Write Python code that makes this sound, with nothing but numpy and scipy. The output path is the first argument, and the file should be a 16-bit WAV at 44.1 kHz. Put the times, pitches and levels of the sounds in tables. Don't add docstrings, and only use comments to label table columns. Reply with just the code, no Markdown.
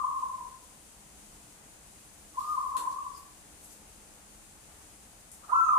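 import sys
import numpy as np
from scipy import signal
from scipy.fft import rfft, irfft
from scipy.io import wavfile

SR = 44100
rng = np.random.default_rng(int(sys.argv[2]) if len(sys.argv) > 2 else 0)


def unload_wav(signal):
    wavfile.write(
        sys.argv[1],
        SR,
        np.round(np.clip(np.atleast_2d(signal).T, -1, 1) * 32767).astype(np.int16),
    )


N = 254942
HEAD_START = 22050


def from_db(db):
    return 10 ** (np.asarray(db) / 20)


def rms_one(x):
    return x / np.sqrt(np.mean(x ** 2) + 1e-20)


def at_hz(table, hz):
    row_hz, values = np.transpose(table)
    return np.interp(np.log(np.maximum(hz, 1)), np.log(row_hz), values)


def sides(pan_db):
    return from_db([[pan_db / 2], [-pan_db / 2]])


def drift(rate, size=N):
    step = 40
    memory = np.exp(-2 * np.pi * step * rate / SR)
    slow = signal.lfilter([1], [1, -2 * memory, memory ** 2], rng.standard_normal(size // step + 2002))
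    slow = rms_one(slow[2000:])
    return np.interp(np.arange(size) / step, np.arange(len(slow)), slow)


def band(x, low_hz, high_hz):
    return signal.sosfilt(signal.butter(2, [low_hz, high_hz], "band", fs=SR, output="sos"), x)


# (pop time [s], sag starts after [s], length [s], pop level [dB],
# level after the leap [dB], level at the top [dB], closing level [dB], top pitch [Hz], closing pitch [Hz])
NOTES = [(-.23, 0.19, .265, -12, -35, -36, -33.5, 1225, 1140),
         (0.049, 0.036, .062, -25, -55, -32.5, -34.5, 1120, 1050),
         (0.128, 0.033, 0.0503, -30, -37, -42.5, -34, 1104, 1050),
         (0.236, 0.11, 0.19, -25, -37.5, -40.5, -39.5, 1059, 977),
         (2.386, 0.14, 0.17, -28, -42, -35, -36.5, 1225, 1132),
         (2.582, 0.035, 0.067, -25.5, -34, -42, -34, 1201, 1072),
         (2.664, 0.037, 0.0662, -31, -40.5, -43.5, -36, 1124, 1016),
         (2.762, 0.038, 0.074, -25.5, -34, -47, -38, 1045, 939),
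         (2.877, 0.1243, .2, -25.5, -43.5, -35, -46.5, 1141, 994),
         (5.535, 0.0695, 0.19, -18.5, -28, -33, -22, 1351, 1231),
         (5.722, 0.025, .04, -25.5, -20.5, -37, -41, 1168, 1065),
         (5.773, .04, .06, -20.5, -25, -29, -24, 1080, 1070)]
# (time [s], length [s], level [dB], first pitch [Hz], last pitch [Hz])
LEAD_INS = [(2.342, 0.036, -53.5, 1130, 1030), (5.492, 0.047, -41, 1193, 1454)]
def note_shapes(near):
    pop_hz, leap_s, fade_s, near_from_s = 1050, 0.01347, 0.01315, 5.0
    shapes = [[(s, from_hz, db), (s + length, to_hz, db)] for s, length, db, from_hz, to_hz in LEAD_INS]
    for s, sag, length, pop_db, leap_db, top_db, closing_db, top_hz, closing_hz in NOTES:
        close = max(length - fade_s, sag + fade_s)
        shapes.append([(s - .02, 930, pop_db - 20),
                       (s - .008, 1019, pop_db - 9),
                       (s, pop_hz, pop_db),
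                       (s + .0038, pop_hz, pop_db - 6.5),
                       (s + leap_s, top_hz - 24.66, leap_db),
                       (s + sag, top_hz, top_db),
                       (s + close, closing_hz, closing_db),
                       (s + close + fade_s, closing_hz, closing_db - 9)])
    return [shape for shape in shapes if (shape[0][0] > near_from_s) == near]


# (frequency [Hz], level next to the whistle [dB])
THROAT = [(2000, -50), (2150, -42), (2550, -41), (2700, -45), (3200, -46), (3900, -56), (4600, -68),
          (5350, -46), (5850, -62), (6350, -36), (6750, -38)]
def dove(shapes, overtones):
    out = np.zeros(HEAD_START + N)
    pitch_waver = 1 + 0.0052 * drift(rate=59, size=len(out))
    overtone_flicker = from_db(6 * drift(rate=59, size=len(out)))
    for shape in shapes:
        times, hz, level_db = np.transpose(shape)
        at = HEAD_START + np.arange(round(times[0] * SR), min(round(times[-1] * SR), N))
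        t = (at - HEAD_START) / SR
        pitch = np.interp(t, times, hz)
        phase = 2 * np.pi * (np.cumsum(pitch * pitch_waver[at]) / SR + rng.random())
        upper_tones = sum(from_db(at_hz(THROAT, k * pitch)) * np.sin(k * phase) for k in overtones)
        tone = np.sin(phase) + overtone_flicker[at] * upper_tones
        soft_ends = np.clip(np.minimum(t - times[0], times[-1] - t) / .005, 0, 1)
        out[at] += np.sqrt(2) * soft_ends * from_db(np.interp(t, times, level_db)) * tone
    flutter = from_db(1.5 * drift(rate=38, size=len(out)))
    return out * pulsing() * flutter


# (start [s], end [s], rate [pulses per s], depth [0 to 1])
PULSES = [(.253, .47, 32, .95), (2.395, 2.495, 40, .7), (2.888, 3.06, 29, .9), (5.646, 5.75, 45, .85)]
def pulsing():
    volume = np.ones(HEAD_START + N)
    t = np.arange(-HEAD_START, N) / SR
    for start, end, rate, depth in PULSES:
        on = (t > start) & (t < end)
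        fade = np.minimum(1, (end - t[on]) * rate)
        volume[on] -= depth * fade * np.sin(np.pi * rate * (t[on] - start)) ** 2
    return volume


# (frequency [Hz], time to fade by 60 dB [s])
RING_TIMES = [(500, 0.53), (950, 0.62), (1100, 0.6), (1260, 0.79), (1600, 0.68), (3000, 0.26), (8000, 0.34)]
def porch_echo():
    t = np.arange(SR) / SR
    edges_hz = 125 * 2. ** np.arange(0, 7.1, .25)
    echo = 0
    for low, high in zip(edges_hz, edges_hz[1:]):
        ring_s = at_hz(RING_TIMES, np.sqrt(low * high))
        noise = band(rng.standard_normal((2, SR)), low, high)
        echo += noise * from_db(-60 * t / ring_s) / np.sqrt(ring_s)
    echo *= 1 - np.exp(-t / .004)
    return echo / np.sqrt(np.sum(echo ** 2, axis=1, keepdims=True))


def in_porch(x, echo, pan_db, echo_db, left_lag_samples=0):
    direct = np.stack([np.roll(x, left_lag_samples), x]) * sides(pan_db)
    bounced = signal.fftconvolve(x[None], echo, axes=1)[:, :len(x)]
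    bounced *= from_db(echo_db) * sides(pan_db=3)
    return (direct + bounced)[:, HEAD_START:]


# (frequency [Hz], relative level [dB])
RUMBLE = [(15, -30), (30, 0.5), (64, -0.2), (98, -6.5), (204, -6.5), (267, -9.5), (306, -7), (378, -13),
          (430, -10), (600, -11.5), (780, -9), (1100, -13), (2500, -17.5), (3250, -26), (5500, -121)]
# (frequency [Hz], relative level [dB])
HISS = [(1470, -66), (2500, -7), (3020, -5.5), (3900, -5.5), (5020, -5), (5750, -5), (6300, -0.4),
        (7400, 0), (8790, 1.56), (10200, -0.5), (12300, -10.5), (14600, -11.5), (15300, -15.5)]
# (frequency [Hz], likeness [0 to 1])
LIKENESS = [(60, .75), (130, .85), (290, .75), (640, .45), (1400, 0)]
# (frequency [Hz], left over right [dB])
LEAN = [(60, 0), (130, 1.2), (290, -0.5), (640, 1), (1400, 1.5), (3070, 0), (6750, 4), (14800, 5)]
def background(tone, level_db):
    hz = np.fft.rfftfreq(N, 1 / SR)
    shared, opposite = rfft(rng.standard_normal((2, N)))
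    alike = at_hz(LIKENESS, hz)
    ears = np.sqrt(1 + alike) * shared + np.sqrt(1 - alike) * opposite * [[1], [-1]]
    lean = from_db(at_hz(LEAN, hz) / 2 * np.array([[1], [-1]]))
    delay = np.exp(-2j * np.pi * hz * np.array([[.0002], [0]]))
    noise = rms_one(irfft(ears * delay * lean * from_db(at_hz(tone, hz)), N))
    return from_db(level_db + .5 * drift(rate=6)) * noise


# (pitch [Hz], width [Hz], relative level [dB])
MOTOR_TONES = [(207.7, 7.7, -3), (301.7, 12.7, -7), (409, 14, -15)]
def motor_hum():
    tones = sum(from_db(db) * rms_one(band(rng.standard_normal(N), hz - width / 2, hz + width / 2))
                for hz, width, db in MOTOR_TONES)
    return tones * from_db(-69.5 + 1.5 * drift(rate=1.8))


def noise_puff(time_s, level_db, fade_s, low_hz, high_hz):
    out = np.zeros((2, N))
    at = np.arange(round((time_s - .1) * SR), min(round((time_s + .5) * SR), N))
    from_peak = at / SR - time_s
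    rise_s = min(0.51 * fade_s, 0.022)
    swell = np.exp(-np.abs(from_peak) / np.where(from_peak < 0, rise_s, fade_s))
    noise = band(band(rng.standard_normal((2, len(at))), low_hz, high_hz), low_hz, high_hz)
    out[:, at] = from_db(level_db) * swell * rms_one(noise)
    return out * sides(pan_db=4.5)


# (time [s], level [dB], fade time [s], low edge [Hz], high edge [Hz])
RUSTLES = [(2.401, -53.5, 0.18, 2400, 14200), (2.48, -57.5, 0.31, 4040, 13900),
           (2.782, -53.5, 0.11, 219, 696), (2.921, -53.5, 0.034, 3150, 13000),
           (3.164, -59, 0.063, 4450, 5400), (3.18, -54, 0.05, 6030, 13650),
           (3.646, -51.5, 0.046, 6450, 12900), (3.72, -53.5, 0.054, 5060, 13000),
           (5.442, -52, 0.025, 920, 1440)]
def cage_rustles():
    return sum(noise_puff(*rustle) for rustle in RUSTLES)


# (time [s], level before filtering [dB], low edge [Hz], echo over direct sound [dB])
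TICKS = [(2.767, -34.5, 1290, 8.5), (5.3157, -40, 5950, 5.5)]
# (frequency [Hz], boost or cut [dB])
CAGE_TONE = [(200, 0), (500, -10), (1500, 2), (2600, -5.5), (3700, -0.5), (5200, -4.5), (7600, 3),
             (8500, 0.5), (9400, 3.5), (10800, -2.5), (13500, -10.5), (15000, -16)]
def cage_ticks(echo):
    out, chatter_s = 0, .005
    t = np.arange(2048) / SR
    colour = from_db(at_hz(CAGE_TONE, np.fft.rfftfreq(len(t), 1 / SR)))
    fade_in = np.minimum(t * 4000, 1)
    for time_s, level_db, low_hz, echo_db in TICKS:
        chatter = rng.standard_normal(len(t)) * np.exp(-t / chatter_s)
        crack = irfft(rfft(chatter) * colour, len(t)) * fade_in
        at = HEAD_START + round(time_s * SR)
        tick = np.zeros(HEAD_START + N)
        tick[at:at + len(t)] = from_db(level_db) * band(band(crack, low_hz, 17000), low_hz, 17000)
        out += in_porch(tick, echo, pan_db=11.5, echo_db=echo_db)
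    return out


def breath_catch():
    return noise_puff(time_s=5.503, level_db=-41.5, fade_s=0.025, low_hz=660, high_hz=1500)


def scene():
    echo = porch_echo()
    far_coos = dove(note_shapes(near=False), overtones=[])
    near_coos = dove(note_shapes(near=True), overtones=[2, 3, 4, 5])
    far = in_porch(far_coos, echo, pan_db=1.5, echo_db=1, left_lag_samples=9)
    near = in_porch(near_coos, echo[::-1], pan_db=-8.5, echo_db=4, left_lag_samples=11)
    steady = background(RUMBLE, level_db=-57.5) + background(HISS, level_db=-55.5) + motor_hum()
    return far + steady + cage_rustles() + cage_ticks(echo) + breath_catch() + near


def record(dry):
    cutoff_hz = 15400
    return signal.sosfilt(signal.ellip(12, .5, 70, cutoff_hz, fs=SR, output="sos"), dry)


dry = scene()
out = record(dry)
unload_wav(out)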